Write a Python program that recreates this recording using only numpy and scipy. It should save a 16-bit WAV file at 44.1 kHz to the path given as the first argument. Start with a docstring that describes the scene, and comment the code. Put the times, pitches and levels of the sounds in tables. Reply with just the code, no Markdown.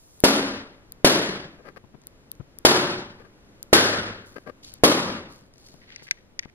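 """A thin hiss and a low room tone, a tick of a laser's button close by, then a bang: the first of five.
Place: a small bare room, where a hand-held laser bursts rubber balloons; each is one big air swing and a rip.
Echoes and standing waves ring on from decaying noise and tones; shreds slap the floor off to the left.
Close up, fingers rub, click and bump the gear: shaped noise and ringing plastic modes.
Microphone: a wide stereo pair with noise of its own; its limiter ducks and clips at every bang."""
import sys
import numpy as np
from scipy import signal
from scipy.fft import rfft, irfft, next_fast_len
from scipy.io import wavfile
from scipy.ndimage import uniform_filter1d, map_coordinates

SR = 44100
rng = np.random.default_rng(int(sys.argv[2]) if len(sys.argv) > 2 else 0)


def unload_wav(signal):
    """Save mono or channel-first audio to the path in sys.argv[1] as 16-bit WAV at rate SR, clipped to [-1, 1]."""
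    wavfile.write(
        sys.argv[1],
        SR,
        np.round(np.clip(np.atleast_2d(signal).T, -1, 1) * 32767).astype(np.int16),
    )


N = 288414  # samples

# Levels are relative: each source adds its own gain to the dB in its table.
# The balloons. Each row: start in seconds, level in dB, air ring in Hz, boom in Hz, boom in dB,
# hollow note in Hz, hollow note in dB, rubber slap in Hz, rubber slap in dB, crack in dB,
# push on the room's bass in dB.
BALLOONS = [(0.2388, -1, 385, 265, 4, 814, 1.5, 1440, 1.5, -0.5, -5),
            (1.046, -1, 438.5, 335, 4, 704, 1, 1770, 1.5, 1, 1.5),
            (2.65, 0, 480, 355, 3, 850, 5.5, 1400, 4, 2, 1),
            (3.7298, 2, 467, 380, 2, 560, 1.5, 1540, 6.5, 2.5, -3),
            (4.8364, -1, 470, 290, 5, 524, 2.5, 1150, 4, -0.5, 2)]
# Colour of a bang in the room. Each row: frequency in Hz, level in dB.
BANG_COLOUR = [(30, -50.5), (75, -20.5), (125, -20), (200, -5), (360, -4), (560, -4), (780, -11),
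               (1000, -11), (1400, -14), (2400, -19), (3500, -20.5), (4700, -21.5), (6500, -28.5),
               (9500, -27.5), (13000, -33.5), (15500, -40)]
# First reflections off the near walls. Each row: delay in seconds, level in dB.
NEAR_WALLS = [(.0055, -19.5), (.0135, -23), (.0162, -18), (.028, -25), (.041, -22)]
# How fast the room dies away. Each row: frequency in Hz, t60 in seconds.
ROOM_DECAY = [(80, 0.861), (200, 0.58), (500, 0.5), (1600, 0.57), (4500, 0.49), (9000, 0.4), (15000, 0.29)]
# Standing waves of the room. Each row: frequency in Hz, level in dB, t60 in seconds.
STANDING_WAVES = [(102.6, -28, 0.76), (138.4, -16, .56), (203.3, -14.5, 0.54), (274.7, -15, 0.46),
                  (364.5, -15.5, 0.53), (577, -14.5, 0.6), (706, -23.5, 0.34), (818, -18.5, 0.47)]
# Faint dull after-ring kept by the house: level in dB, t60 in seconds, upper edge in Hz.
LINGER_DB, LINGER_T60, LINGER_HZ = -34.5, 1.14, 1270
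# Echoes arrive in bunches: depth in dB, random knots per second.
FLUTTER_DB, FLUTTER_RATE = 1.2, 110

# Shreds of rubber flopping down. Each row: start in seconds, length in seconds, level in dB, thud in dB.
SHRED_FALLS = [(1.59, 0.03, -55, 16), (1.63, 0.094, -50.5, 0.5), (1.7618, 0.02, -47.5, -2.5),
               (3.189, 0.041, -55, 3.5), (3.241, 0.04, -58, 4), (4.3573, 0.018, -43, 2.5),
               (4.378, .009, -45, 1), (4.457, 0.058, -42.5, 6)]
# Colour of the rubber's slap. Each row: frequency in Hz, level in dB.
SLAP_COLOUR = [(60, -12), (300, 0), (600, -3), (1000, -16), (3100, -49), (4500, -30), (6500, -44.5),
               (10000, -43.5), (16000, -49)]
# Resonances of the floor. Each row: centre in Hz, width in Hz, level in dB.
FLOOR_RESONANCES = [(543, 90, -0.5), (1190, 160, -3.5), (1593, 52, -3), (1970, 27, -10), (2310, 53, -21.5)]

# Ticks of the laser's button. Each row: start in seconds, level in dB.
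BUTTON_TICKS = [(0.2035, -28.5), (0.9214, -29), (2.07, -30.5), (2.3163, -26.5), (2.5869, -30.5),
                (3.629, -27.5), (4.739, -29.5)]
# Ringing parts of the button. Each row: frequency in Hz, level in dB, t60 in seconds.
BUTTON_RING = [(1700, -21.5, 0.0046), (2700, -18.5, 0.0021), (3700, -20, .0025), (4660, -18, 0.0035),
               (5830, -15.5, 0.0014), (6940, -18, 0.0025), (9220, -12, 0.0043), (10924, 3.5, 0.00095),
               (12530, 0.5, 0.0023), (13300, -7, .003)]
# Clicks of the plastic casing. Each row: start in seconds, level in dB, treble lift in dB.
CASING_CLICKS = [(5.9606, -33.5, 8), (6.1103, -12.5, 6.5), (6.3921, -23, 10)]
# Ringing parts of the casing. Each row: frequency in Hz, level in dB, t60 in seconds.
CASING_RING = [(1630, -11.5, 0.019), (1920, -3.5, 0.015), (2040, -4.5, 0.014), (2283, -9.5, 0.016),
               (2560, -12.5, 0.011), (3002, -17, 0.0088), (3510, -13.5, .006), (4810, -14, 0.011),
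               (5900, -12, 0.0072), (8450, -20, 0.0051), (12800, -15, 0.0019)]
# Each click seats again, fainter each time. Each row: delay in seconds, level in dB.
CLICK_REBOUNDS = [(.0018, -10), (.0047, -17), (.0088, -23)]
# Tiny ticks of the grip. Each row: start in seconds, level in dB.
GRIP_TICKS = [(2.017, -65), (2.037, -63), (2.352, -64), (5.538, -61.5), (5.558, -63), (5.581, -57.5),
              (5.671, -60), (5.686, -58), (6.03, -58)]

# Fingers sliding on the casing. Each row: start in seconds, length in seconds, level in dB,
# centre in Hz, hardest press as a share of the stroke.
RUB_STROKES = [(4.244, 0.21, -70, 6000, 0.12), (4.625, 0.17, -60, 3800, 0.05),
               (5.275, 0.22, -70, 5150, 0.207), (5.529, 0.32, -69, 4560, 0.46),
               (5.796, 0.44, -66.5, 2280, 0.28), (6.023, 0.062, -65, 4870, 0.19)]
# Spread in octaves of a stroke centred at 2 kHz, and the extra spread per octave higher.
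RUB_OCTAVES, RUB_WIDENS = 0.7, 0.267
RUB_EDGE_DB = 17.5  # a stroke starts and ends this much under its hardest press
RUB_RING_HZ, RUB_RING_DB = 4550, 5  # the casing resonance that colours every stroke
# The grip scuffing the casing. Each row: start in seconds, length in seconds, level in dB, treble lift in dB.
GRIP_SCUFFS = [(5.807, 0.052, -65.5, -3), (5.852, 0.12, -62, -4), (5.984, 0.055, -62, 1),
               (6.066, .028, -54, -3), (6.171, .022, -65.5, -7), (6.42, 0.038, -56, 2),
               (6.476, 0.029, -66, 0)]
SWELL_S = 0.078  # a run of contacts this long swells and fades throughout; shorter ones start more abruptly
# Soft bumps of the hand. Each row: start in seconds, length in seconds, level in dB.
HAND_BUMPS = [(1.836, 0.018, -49.5), (1.937, 0.022, -48), (2.394, .026, -42), (5.738, 0.012, -47),
              (6.018, 0.011, -49.5), (6.454, 0.0064, -41)]
# Colour of a bump. 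Each row: frequency in Hz, level in dB per Hz.
BUMP_COLOUR = [(40, -12), (100, 9), (160, 4.5), (280, -4), (450, -6), (800, -13), (1200, -18), (2500, -35),
               (8000, -68)]
# The housing's low knock: Hz, t60 in seconds, dB over the bump's level for a bump of 30 ms.
KNOCK_HZ, KNOCK_T60, KNOCK_DB = 138, 0.15, 2

# Colour of the room tone. Each row: frequency in Hz, level in dB.
ROOM_TONE_COLOUR = [(20, -2), (150, -5), (300, -7), (500, -10.5), (720, -20), (1700, -24), (3400, -34.5),
                    (8000, -41.5), (12000, -45.5), (15500, -56)]
# Level of the room tone along the scene. Each row: time in seconds, level in dB.
ROOM_TONE_LEVEL = [(0, -62.5), (1.6, -55.5), (2.199, -57), (3.4, -54.5), (4.6, -56), (5.6, -58), (6.5, -60)]
ROOM_TONE_DRIFT_DB = -1.5  # scale of its random wander
# Noise of each microphone port. Each row: frequency in Hz, level in dB per Hz.
PORT_NOISE_COLOUR = [(20, 0.5), (100, -2), (500, -8), (1500, -19), (4000, -26), (9000, -38), (15500, -39)]
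# Stereo width: gain on the side signal. Each row: frequency in Hz, gain in dB.
STEREO_WIDTH = [(100, -20), (280, -18), (600, -12), (1000, -4.5), (1500, 2), (2500, 6.5), (4500, 10.5),
                (12000, 12)]
# Stereo balance. Each row: frequency in Hz, left over right in dB.
STEREO_LEAN = [(200, 2), (700, 1.2), (1400, 3), (2200, 0.6), (3800, 3.5), (6500, -0.34)]
TOP_HZ = 15600  # upper edge of the finished sound


def amp(db):
    """Decibels to an amplitude factor."""
    return 10 ** (np.asarray(db) / 20)


def seconds(length):
    """A time axis in seconds."""
    return np.arange(int(length * SR)) / SR


def fade(db, t, t60):
    """An exponential decay from a level in dB, losing 60 dB in t60 seconds."""
    return amp(db - 60 * t / t60)


def unit(x):
    """x scaled to rms 1."""
    return x / np.sqrt(np.mean(x ** 2) + 1e-20)


def along(points, hz):
    """Read (Hz, value) points on a log-frequency axis."""
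    f, v = np.transpose(points)
    return np.interp(np.log(hz + 1), np.log(f + 1), v)


def bell(hz, centre_hz, octaves):
    """A bump of height 1 on a log-frequency axis."""
    return np.exp(-.5 * (np.log2((hz + 1) / centre_hz) / octaves) ** 2)


def filtered(x, response):
    """x times a response of frequency."""
    n = x.shape[-1]
    m = next_fast_len(n + SR // 10)
    return irfft(rfft(x, m) * response(np.fft.rfftfreq(m, 1 / SR)), m)[..., :n]


def noise(size, response):
    """Two unrelated channels of coloured noise, of rms 1 together."""
    return unit(filtered(rng.standard_normal((2, size)), response))


def wobble(size, rate):
    """A smooth random curve, rate knots a second."""
    knots = rng.standard_normal(int(size * rate / SR) + 4)
    return map_coordinates(knots, [np.arange(size) * rate / SR])


def add(track, s, sound):
    """Mix a sound in at s seconds."""
    start = max(0, round(s * SR))
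    part = track[..., start:start + sound.shape[-1]]
    part += sound[..., :part.shape[-1]]


def blasts(blast_db=19, swing_s=0.0047, lag_s=.0001, rip_db=-2, rip_hz=2200, rip_t60=0.009):
    """The skin rips and freed air swings once, hard, reaching the left port first; near walls repeat it."""
    out, t = np.zeros((2, N)), seconds(1 / 20)
    for s, db, ring_hz, *_ in BALLOONS:
        # starting an eighth of a cycle in makes the front steep
        swing = -amp(db + blast_db - 60 * (t / swing_s) ** 2) * np.sin(2 * np.pi * ring_hz * t + np.pi / 4)
        rip = fade(db + rip_db, t, rip_t60) * noise(len(t), lambda hz: bell(hz, rip_hz, 2.2))
        wave = swing + rip
        add(out[0], s, wave[0])
        add(out[1], s + lag_s, wave[1])
        for delay, wall_db in NEAR_WALLS:
            # every balloon hangs in its own place
            add(out, s + delay * rng.uniform(.9, 1.2), amp(wall_db) * wave)
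    return out


def echoes(room_db=0.32, early_db=4.5, early_t60=0.1, gap_s=.0017, build_s=0.0007,
           bass_hz=145, early_low_hz=260):
    """After a short gap the walls answer: dense early echoes, a long decay, standing waves, an after-ring."""
    out, t = np.zeros((2, N)), seconds(2)

    def bang(hz):
        return amp(along(BANG_COLOUR, hz))

    for (s, db, _, boom_hz, boom_db, note_hz, note_db,
         slap_hz, slap_db, crack_db, bass_db) in BALLOONS:
        def own_colour(hz):
            # size and stretch set boom, note, slap and crack; the balloon's place sets how it drives the bass
            balloon_db = boom_db * bell(hz, boom_hz, 0.22) + note_db * bell(hz, note_hz, .2)
            skin_db = slap_db * bell(hz, slap_hz, .25) + crack_db * bell(hz, 4000, 1.0)
            return amp(balloon_db + skin_db + bass_db * bell(hz, bass_hz, .45))

        tail = dying(noise(len(t), bang), patchy_db=1.1)[:, :len(t)]
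        early = noise(len(t), lambda hz: bang(hz) * hz / (hz + early_low_hz)) * fade(early_db, t, early_t60)
        dull = noise(len(t), lambda hz: bang(hz) / (1 + (hz / LINGER_HZ) ** 2))
        after_ring = dull * fade(LINGER_DB, t, LINGER_T60)
        bunched = (tail + early) * amp(FLUTTER_DB * wobble(len(t), FLUTTER_RATE))
        answer = filtered(bunched + after_ring + standing_waves(t), own_colour)
        add(out, s + gap_s, amp(db + room_db) * answer * (1 - np.exp(-t / build_s)))
    return out


def dying(x, patchy_db=0, bunch_s=0.28):
    """Each frequency fades at the room's own speed, ever more unevenly as echoes bunch and beat."""
    hz, t, z = signal.stft(x, SR, nperseg=512)
    rough = rng.standard_normal(z.shape[1:])
    patches = unit(uniform_filter1d(uniform_filter1d(rough, size=6, axis=0), size=7, axis=1))
    uneven_db = patchy_db * patches * np.minimum(t / bunch_s, 1)
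    fall_db = 60 * t / along(ROOM_DECAY, hz)[:, None]
    return signal.istft(z * amp(uneven_db - fall_db), SR, nperseg=512)[1]


def standing_waves(t, rise_s=0.015, scatter_db=4.5):
    """The room's low modes build up and ring on, alike at both ports: mid only, no side."""
    ring = 0
    for hz, db, t60 in STANDING_WAVES:
        level = fade(db + rng.normal(0, scatter_db), t, t60)
        ring = ring + level * np.sin(2 * np.pi * (hz * t + rng.random()))
    return np.outer([1, 0], ring * (1 - np.exp(-t / rise_s)))


def shreds(slaps_per_s=950, spread_db=4, thud_hz=450, left_db=9.0):
    """A limp shred lands off to the left fold by fold, in quick slaps; the heavier, the more it thuds."""
    out = np.zeros((2, N))
    for s, length, db, thud_db in SHRED_FALLS:
        slaps = patter(length, slaps_per_s, spread_db)
        landing = filtered(slaps, lambda hz: floorboards(hz) * amp(thud_db * bell(hz, thud_hz, 1.0)))
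        add(out, s, amp(db) * unit(landing))
    return microphone(out) * amp(np.array([[.5], [-.5]]) * left_db)


def floorboards(hz):
    """Damped resonances of the floor, with the slap of the rubber over them."""
    boards = sum(amp(db) * width * hz / (centre ** 2 - hz ** 2 + 1j * width * hz)
                 for centre, width, db in FLOOR_RESONANCES)
    return np.hypot(np.abs(boards) / (1 + (hz / 2800) ** 6), amp(along(SLAP_COLOUR, hz)))


def patter(length, per_s, spread_db):
    """A short run of tiny, uneven contacts, as mid and side."""
    size = int(max(length, .005) * SR)
    times = np.cumsum(rng.uniform(1 / 4, 7 / 4, size)) * SR / per_s
    at = times[times < size].astype(int)
    strengths = amp(spread_db * rng.standard_normal(size)) * rng.choice([-1, 1], (2, size))
    contacts = np.zeros((2, size))
    contacts[:, at] = strengths[:, :len(at)]
    swell = signal.windows.tukey(size, np.clip(length / SWELL_S, 1 / 5, 1))
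    return np.pad(contacts * swell, ((0, 0), (0, SR // 100)))  # 10 ms left to ring


def clicks(scatter_db=-27, scatter_t60=0.047):
    """The laser's button ticks thinly; the casing clacks lower, rebounds and scatters off hand and gear."""
    out, t = np.zeros((2, N)), seconds(1 / 8)
    for s, db in BUTTON_TICKS:
        tick = snap(BUTTON_RING, bright_db=7.5, crack_hz=7000, crack_db=-4.5, crack_t60=0.00084,
                    wet_db=-23.5, mid_db=2.0)
        add(out, s, amp(db) * tick)

    def clack(bright_db):
        return snap(CASING_RING, bright_db, crack_hz=4530, crack_db=-15.0, crack_t60=0.0096,
                    wet_db=-33, mid_db=-3.5)

    for s, db, bright_db in CASING_CLICKS:
        add(out, s, amp(db) * clack(bright_db))
        for delay, rebound_db in CLICK_REBOUNDS:
            add(out, s + delay, amp(db + rebound_db) * clack(bright_db=-7))
        scatter = noise(len(t), lambda hz: np.sqrt(casing(hz)) * bell(hz, 1900, 0.69))
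        add(out, s, fade(db + scatter_db, t, scatter_t60) * scatter)
    return out


def fidgets(bright_db=13.5):
    """The grip shifts now and then and the casing gives faint, bright ticks."""
    out = np.zeros((2, N))
    for s, db in GRIP_TICKS:
        tick = snap(CASING_RING, bright_db, crack_hz=6000, crack_db=-4, crack_t60=0.0061,
                    wet_db=-39, mid_db=-1.5)
        add(out, s, amp(db) * tick)
    return out


def snap(modes, bright_db, crack_hz, crack_db, crack_t60, wet_db, mid_db):
    """A small part snaps over close by: a crack, a brief ring, a faint room answer, as mid and side."""
    t = seconds(1 / 2)
    ring = 0
    for hz, db, t60 in modes:
        level = fade(db + rng.normal(0, 1), t, t60)
        ring = ring + level * np.sin(2 * np.pi * (hz * rng.normal(1, .005) * t + rng.random()))
    crack = noise(len(t), lambda hz: bell(hz, crack_hz, 0.63))[0] * fade(crack_db, t, crack_t60)

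    def thin_and_bright(hz):
        low_cut = 1 - 1 / (1 + (hz / 1350) ** 6)
        return amp(bright_db * bell(hz, 6300, 1.0)) * low_cut

    direct = filtered((ring + crack) * (1 - np.exp(-t / 0.0004)), thin_and_bright)
    walls = dying(rng.standard_normal((2, len(t))))
    answer = signal.fftconvolve(direct[None], walls / np.linalg.norm(walls[0]), axes=1)[:, :len(t)]
    return direct * amp([[mid_db], [0]]) + amp(wet_db) * answer


def casing(hz):
    """The damped resonances of the plastic casing, their powers summed."""
    power = 0
    for centre, db, t60 in CASING_RING:
        width = np.log(1000) / (np.pi * t60)  # a faster decay means a wider resonance
        power = power + np.abs(amp(db) * hz / (centre ** 2 - hz ** 2 + 1j * width * hz)) ** 2
    return np.sqrt(power)


def rubs(grain_db=3.5, grain_rate=420):
    """Skin slides over plastic; each stroke swells and eases away, the brighter the broader its hiss."""
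    out = np.zeros((2, N))
    for s, length, db, centre_hz, press in RUB_STROKES:
        share = np.linspace(0, 1, int(length * SR))
        octaves = RUB_OCTAVES + RUB_WIDENS * np.log2(centre_hz / 2000)

        def colour(hz):
            return bell(hz, centre_hz, octaves) * amp(RUB_RING_DB * bell(hz, RUB_RING_HZ, 0.14))

        hiss = noise(len(share), colour)
        grainy = unit(hiss * amp(grain_db * wobble(len(share), grain_rate)))
        press_db = np.interp(share, [0, np.clip(press, 0, 1), 1], [-RUB_EDGE_DB, 0, -RUB_EDGE_DB])
        soft_ends = signal.windows.tukey(len(share), 1 / 10)
        add(out, s, amp(db) * grainy * unit(amp(press_db) * soft_ends))
    return out


def scuffs(slips_per_s=550, spread_db=5, bright_hz=4000, dull_hz=6500):
    """The grip sticks and slips in short runs; every slip rings the casing."""
    out = np.zeros((2, N))
    for s, length, db, bright_db in GRIP_SCUFFS:
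        def colour(hz):
            return casing(hz) / (1 + (hz / dull_hz) ** 2) * amp(bright_db * bell(hz, bright_hz, 0.99))

        slips = patter(length, slips_per_s, spread_db)
        add(out, s, amp(db) * unit(filtered(slips, colour)))
    return out


def bumps(left_db=12.5):
    """The hand bumps with a dull puff to the left and rocks the housing, the more the longer it pushes."""
    out, t = np.zeros((2, N)), seconds(1 / 8)
    for s, length, db in HAND_BUMPS:
        size = int(max(length, .005) * SR)
        puff = noise(size, lambda hz: amp(along(BUMP_COLOUR, hz))) * signal.windows.tukey(size, 3 / 4)
        add(out, s, amp(db) * puff)
        push = length / .03
        knock = push * fade(db + KNOCK_DB, t, KNOCK_T60) * np.sin(2 * np.pi * KNOCK_HZ * t)
        add(out[0], s + length / 6, knock)
    return microphone(out) * amp(np.array([[.5], [-.5]]) * left_db)


def room_tone(hiss_db=-69, hiss_hz=7000, modes_db=2.5):
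    """A wandering low rumble gathers on the standing waves; a thin hiss lies over it until the first bang."""
    def colour(hz):
        gathered = sum(bell(hz, centre, 0.026) for centre, *_ in STANDING_WAVES)
        return amp(along(ROOM_TONE_COLOUR, hz) + modes_db * gathered)

    t = np.arange(N) / SR
    level_db = np.interp(t, *np.transpose(ROOM_TONE_LEVEL)) + ROOM_TONE_DRIFT_DB * wobble(N, 5.1)
    before_first_bang = t < BALLOONS[0][0]
    hiss = amp(hiss_db) * noise(N, lambda hz: bell(hz, hiss_hz, 1.0)) * before_first_bang
    return amp(level_db) * noise(N, colour) + hiss


def self_noise(level_db=-60.5):
    """Each port has a faint rumble and hiss of its own."""
    return amp(level_db) * noise(N, lambda hz: amp(along(PORT_NOISE_COLOUR, hz)))


def microphone(field, notch_hz=7850, notch_db=-11, notch_octaves=0.037):
    """Mid and side to left and right: bass nearly mono, treble mostly side, with one narrow notch."""
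    mid, side = filtered(field, lambda hz: amp(notch_db * bell(hz, notch_hz, notch_octaves)))
    side = filtered(side, lambda hz: amp(along(STEREO_WIDTH, hz)))
    left_right = np.array([mid + side, mid - side])
    return filtered(left_right, lambda hz: amp(np.outer([.5, -.5], along(STEREO_LEAN, hz))))


def scene():
    """Bangs and their echoes, falling shreds and the noises of handling, as left and right."""
    mid_side = echoes() + clicks() + fidgets() + rubs() + scuffs() + room_tone()
    return blasts() + shreds() + bumps() + microphone(mid_side) + self_noise()


def record(dry, ceiling_db=0.0, release_db_per_s=55):
    """The limiter bites a moment late, so each front clips; its slow release stretches the decay."""
    t = np.arange(N) / SR
    level = uniform_filter1d(np.abs(dry).max(axis=0), size=16)  # averaging softens the thinnest spikes
    over_db = np.maximum(20 * np.log10(np.abs(level) + 1e-9) - ceiling_db, 0)
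    # hold the deepest duck so far, letting go at a steady rate
    release_db = release_db_per_s * t
    duck_db = np.maximum.accumulate(over_db + release_db) - release_db
    keep = np.exp(-1 / (.0006 * SR))  # 0.6 ms of lag
    duck_db = signal.lfilter([1 - keep], [1, -keep], duck_db)
    clipped = np.clip(dry * amp(-duck_db), -.96, .96)
    return filtered(clipped, lambda hz: 1 / (1 + (hz / TOP_HZ) ** 100))


dry = scene()
out = record(dry)
unload_wav(out)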